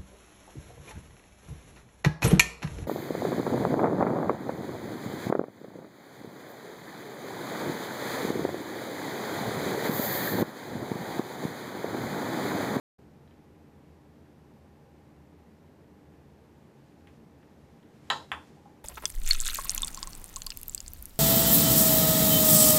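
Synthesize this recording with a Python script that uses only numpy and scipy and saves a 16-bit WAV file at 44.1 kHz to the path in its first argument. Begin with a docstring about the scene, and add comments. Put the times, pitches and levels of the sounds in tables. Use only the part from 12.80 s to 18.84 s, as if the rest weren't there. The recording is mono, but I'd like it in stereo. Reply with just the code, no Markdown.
"""A soft ventilation rumble fills a small, quiet room; a kendama ticks faintly on its string.
The toy is swung up, ball and handle meet in two sharp wooden clacks, then settle softly.
Each contact is a brief crack, then low room tones and the wood's higher ring; bare walls answer.
Clothes rustle as the player dips and lunges."""
import sys
import numpy as np
from scipy import signal
from scipy.fft import rfft, irfft
from scipy.io import wavfile
from scipy.ndimage import uniform_filter1d

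SR = 44100
rng = np.random.default_rng(int(sys.argv[2]) if len(sys.argv) > 2 else 0)


def persist_wave(psi):
    """Save psi, clipped to +-1, as 16-bit WAV."""
    counts = np.round(np.clip(psi, -1, 1) * 32767).astype(np.int16)
    wavfile.write(sys.argv[1], SR, np.atleast_2d(counts).T)


N = 266364
TIME_S, NOISE_HZ = np.arange(N) / SR, np.fft.rfftfreq(N, 1 / SR)
IR_SAMPLES = 32768  # one knock or room response
AGE_S, IR_HZ = np.arange(IR_SAMPLES) / SR, np.fft.rfftfreq(IR_SAMPLES, 1 / SR)


def undb(db):
    """Decibels to gain."""
    return 10 ** (np.asarray(db) / 20)


def curve_db(table, hz):
    """A table's level, interpolated over log frequency."""
    rows = np.array(table, float)
    return np.interp(np.log(np.maximum(hz, 1)), np.log(rows[:, 0]), rows[:, 1])


def min_phase(gain):
    """Spectrum of the most compact causal response with this gain."""
    cepstrum = irfft(np.log(np.maximum(gain, 1e-6)))
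    cepstrum[1:IR_SAMPLES // 2] *= 2
    cepstrum[IR_SAMPLES // 2 + 1:] = 0
    return np.exp(rfft(cepstrum))


def stereo_noise(gain, side_gain):
    """Shaped noise with mid rms 1; side_gain scales the part that differs between the ears."""
    mid, side = rfft(rng.standard_normal((2, N))) * gain
    mid, side = irfft(mid, N), irfft(side * side_gain, N)
    return np.array([mid + side, mid - side]) / np.std(mid)


# Air rush and hiss: f/Hz, relative density/dB
RUSH_SPECTRUM = [(25, -22.5), (55, -20), (80, -1), (110, -11.5), (140, -3), (290, -8), (430, -9),
                 (680, -17.5), (900, -18), (1300, -26), (1800, -26.5), (3200, -35), (6000, -40),
                 (9500, -44.5), (13000, -43.5)]
# Stereo width of the air: f/Hz, side minus mid/dB
RUSH_WIDTH = [(60, -17.5), (110, -24), (200, -12), (380, -9.5), (690, -6), (1270, -2.5), (2350, -1.5),
              (4320, -0.5), (7970, 0.5), (14700, 0)]
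# Humming room resonances: f/Hz, width/Hz, mid rms/dB
DRONE_MODES = [(79.6, 11.3, -64), (138.6, 13, -65), (164.4, 10, -70.5), (222.3, 24, -66.5),
               (297.8, 5.2, -67), (815, 16, -75.5)]

def ventilation(rush_db=-56.5):
    """Moving air rushes steadily and keeps a few narrow room resonances humming."""
    side_gain = undb(curve_db(RUSH_WIDTH, NOISE_HZ))
    rush = undb(rush_db) * stereo_noise(undb(curve_db(RUSH_SPECTRUM, NOISE_HZ)), side_gain)
    drone = 0
    for hz, width_hz, db in DRONE_MODES:
        resonance = 1 / (1 + 2 * ((NOISE_HZ - hz) / width_hz) ** 2)
        drone += undb(db) * stereo_noise(resonance, side_gain)
    return rush + drone


# Resonances that ring after each knock: f/Hz, relative level/dB, t60 before extra damping/s
KNOCK_RESONANCES = [(550, -11, .15), (730, -10, .11), (822, -8, .08), (875, -10, .07), (948, -5, .055),
                    (1070, -6, .06), (1247, -14, .08), (1355, -8, .06), (1570, -12, .05), (1790, -8, .04),
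                    (2650, -14, .025), (3180, -13, .01), (3420, -8, .011), (3860, -14.5, .34),
                    (3945, -18.5, .09), (3900, -3.5, .012), (4800, -13, .005), (6750, -13, .005),
                    (7250, -13, .005)]

def knock_ring(damping_per_s):
    """Low room tones and the wood's higher ring; extra damping shortens them all."""
    ring = 0
    for hz, db, t60_s in KNOCK_RESONANCES:
        decay_per_s = np.log(1000) / t60_s
        envelope = np.sqrt(decay_per_s / SR) * np.exp(-(decay_per_s + damping_per_s) * AGE_S)
        ring += undb(db) * envelope * np.sin(2 * np.pi * hz * AGE_S)
    return ring


def edge_tick(decay_s=.0015, low_hz=3000, high_hz=8500):
    """Spectrum of the tiny crunch of rubbing edges."""
    grain = rng.standard_normal(IR_SAMPLES) * np.exp(-AGE_S / decay_s)
    band = IR_HZ / np.hypot(IR_HZ, low_hz) / np.hypot(1, (IR_HZ / high_hz) ** 3)
    return rfft(grain / np.linalg.norm(grain)) * min_phase(band)


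# Recoil of ball and handle: f/Hz, relative level/dB
CRACK_SPECTRUM = [(150, -1), (400, -5), (630, -7.5), (820, 6), (1050, 5), (1500, 2.5), (1950, 4),
                  (2400, -0.5), (2800, 0.5), (3500, -1.5), (4300, -13), (5800, -16.5), (7000, -1.5),
                  (9000, -21), (14000, -53)]

def knock(low_hz, high_hz, ring_db, damping_per_s, spot_hz, spot_width_hz, spot_db, tick_db):
    """Wood on wood: a recoil crack, ringing resonances and an edge tick."""
    crack = min_phase(undb(curve_db(CRACK_SPECTRUM, IR_HZ)))
    ring = undb(ring_db) * rfft(knock_ring(damping_per_s))
    tick = undb(tick_db) * edge_tick()
    # A blow on an antinode lifts a resonance; on a node it mutes it.
    spot = min_phase(undb(spot_db / (1 + ((IR_HZ - spot_hz) / spot_width_hz) ** 2)))
    # Longer contact cuts treble; small parts radiate little bass.
    contact = min_phase(1 / np.sqrt(1 + (IR_HZ / high_hz) ** 18))
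    ratio = 1j * IR_HZ / low_hz
    radiation = ratio ** 2 / (ratio ** 2 + np.sqrt(2) * ratio + 1)
    # The toy's whole length radiates, spreading the pulse.
    spread_s = .0005 * IR_HZ / (IR_HZ + 3000)
    spread = np.exp(-2j * np.pi * spread_s * IR_HZ)
    return irfft(((crack + ring) * spot * contact + tick) * radiation * spread)


# Contacts: t/s, relative level/dB, high-pass/Hz, low-pass/Hz, ring/dB, extra damping/(1/s),
# struck-spot f/Hz, spot half width/Hz, spot gain/dB, edge tick/dB
CONTACTS = [(0.4763, -39.5, 1700, 5000, -2, 25, 4080, 300, 2, -19),
            (0.51, -43.3, 1600, 3300, 7, 70, 3000, 300, 3, -19),
            (3.337, -36.5, 1400, 3000, -15, 110, 1900, 500, 0, -19),
            (4.272, -27, 1750, 4500, -19, 240, 2400, 450, 3, -16),
            (4.287, -37, 1740, 4000, -22, 240, 2400, 450, 1, -19),
            (4.6293, -35.5, 1600, 3540, -16, 83, 2000, 400, 3, -19),
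            (5.0287, -36, 2400, 4200, -15, 30, 3470, 200, 7, -19),
            (5.3005, -2, 1300, 8950, -13, 230, 2280, 260, -9, -16),
            (5.3015, 0.1, 3360, 4520, 7.5, 3, 3100, 300, 4, -20),
            (5.3032, 3, 775, 2000, -5, 19, 2300, 200, -3.5, -21),
            (5.517, -1.66, 1170, 3200, -1, 360, 3480, 120, 11, -18.5),
            (5.768, -55, 1200, 1004, 20, 60, 810, 70, 14.5, -19),
            (5.856, -48.5, 1200, 1320, 20.5, 140, 817, 70.8, 16.5, -19)]

def kendama(gain_db=2):
    """The toy's knocks: faint ticks, two sharp clacks, soft settling."""
    knocks = np.zeros(N + IR_SAMPLES)
    for start_s, db, *timbre in CONTACTS:
        start = int(start_s * SR)
        knocks[start:start + IR_SAMPLES] += undb(db + gain_db) * knock(*timbre)
    return knocks[:N]


def arrival(delay_s, left_lead_s):
    """Spectra of one wave reaching the left and right microphone ports."""
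    return np.exp(-2j * np.pi * IR_HZ * np.array([[delay_s], [delay_s + left_lead_s]]))


# Floor, wall and ceiling echoes: delay/s, level/dB, left lead/s
REFLECTIONS = [(.0031, -8.5, .00008), (.0048, -12, -.00012), (.008, -5.5, -.0001), (0.0165, -20.5, .0001),
               (0.029, -19, -0.012)]

def early_echoes(cutoff_hz=5000, scatter_s=.000585):
    """Spectra of the first echoes, dulled and smeared by uneven walls."""
    dulling = min_phase(1 / np.hypot(1, (IR_HZ / cutoff_hz) ** 2))
    smear = np.exp(-2j * np.pi * scatter_s * cutoff_hz * np.log1p(IR_HZ / cutoff_hz))
    echoes = sum(undb(db) * arrival(delay_s, lead_s) for delay_s, db, lead_s in REFLECTIONS)
    return dulling * smear * echoes


# Reverberation: f/Hz, relative level/dB, t60/s
TAIL_BANDS = [(152, 16, 0.38), (480, 2.5, 0.47), (830, 3.5, 0.23), (1320, 1.8, 0.24), (2230, -1.1, 0.21),
              (3700, -7.5, 0.25), (4900, -2.5, 0.34), (6940, 0, .25), (14100, -9, 0.43)]

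def diffuse_tail(gain_db=3, build_s=.0014, port_gap_s=.00041):
    """Spectra of the room's reverberation, each band dying at its own rate."""
    coherence = np.sinc(2 * IR_HZ * port_gap_s)  # close ports hear long waves alike
    weights = np.sqrt(np.array([1 + coherence, 1 - coherence]) / 2)
    mid, side = rfft(rng.standard_normal((2, IR_SAMPLES))) * weights
    field = np.array([mid + side, mid - side])
    log_centres = np.log([row[0] for row in TAIL_BANDS])
    tail = 0
    for share, (_, _, t60_s) in zip(np.eye(len(TAIL_BANDS)), TAIL_BANDS):
        band = irfft(field * np.interp(np.log(IR_HZ + 1), log_centres, share))
        tail += band * np.exp(-np.log(1000) * AGE_S / t60_s)
    spectra = rfft(tail * (1 - np.exp(-(AGE_S / build_s) ** 2)))
    # Overlapping modes share energy evenly among neighbouring bands.
    power = uniform_filter1d(np.mean(np.abs(spectra) ** 2, axis=0), size=120)
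    return spectra * min_phase(undb(gain_db + curve_db(TAIL_BANDS, IR_HZ)) / np.sqrt(power))


# Port imbalance towards the toy: f/Hz, left minus right/dB
PORT_BALANCE = [(300, 2.5), (1200, -0.5), (2400, 2.5), (4000, -4), (7500, -5), (10000, 10), (14000, 14)]

def room(source, left_lead_s=.00007):
    """Direct sound, echoes and tail reach two microphone ports, each with its own colour."""
    response = arrival(0, left_lead_s) + early_echoes() + diffuse_tail()
    balance_db = curve_db(PORT_BALANCE, IR_HZ)
    ports = np.array([min_phase(undb(sign * balance_db / 2)) for sign in (1, -1)])
    return signal.fftconvolve(source[None], irfft(response * ports), axes=1)[:, :N]


# Sliding cloth: f/Hz, relative density/dB
CLOTH_SPECTRUM = [(300, -11), (900, 0), (1800, 2.5), (4000, -3.5), (7000, -5.5), (10000, -12.5),
                  (14000, -18)]
# Dip, swing and lunge: peak t/s, 1/e half length/s, level/dB
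PLAYER_MOVES = [(4.08, 0.62, -78), (4.86, 0.15, -75.5), (5.53, 0.41, -67)]

def clothes(folds_per_s=25, flutter_db=2.2, wide_above_hz=1500):
    """Cloth slides unevenly, swelling and fading with the speed of each move."""
    side_gain = NOISE_HZ / np.hypot(NOISE_HZ, wide_above_hz)
    slide = stereo_noise(undb(curve_db(CLOTH_SPECTRUM, NOISE_HZ)), side_gain)
    folds_db = flutter_db * np.interp(TIME_S * folds_per_s, np.arange(N), rng.standard_normal(N))
    swell = sum(undb(db) * np.exp(-((TIME_S - peak_s) / half_s) ** 2)
                for peak_s, half_s, db in PLAYER_MOVES)
    return slide * swell * undb(folds_db)


def scene():
    """The toy in the room, over ventilation and rustling clothes."""
    return room(kendama()) + ventilation() + clothes()


def record(dry, start_s=.183, fade_s=.0063, cutoff_hz=14300):
    """Brief silence, a quick fade-in and a steep treble cut."""
    fade_in = np.clip((TIME_S - start_s) / fade_s, 0, 1)
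    lowpass = signal.ellip(10, .2, 70, cutoff_hz, fs=SR, output="sos")
    return signal.sosfilt(lowpass, dry * fade_in)


dry = scene()
out = record(dry)
persist_wave(out)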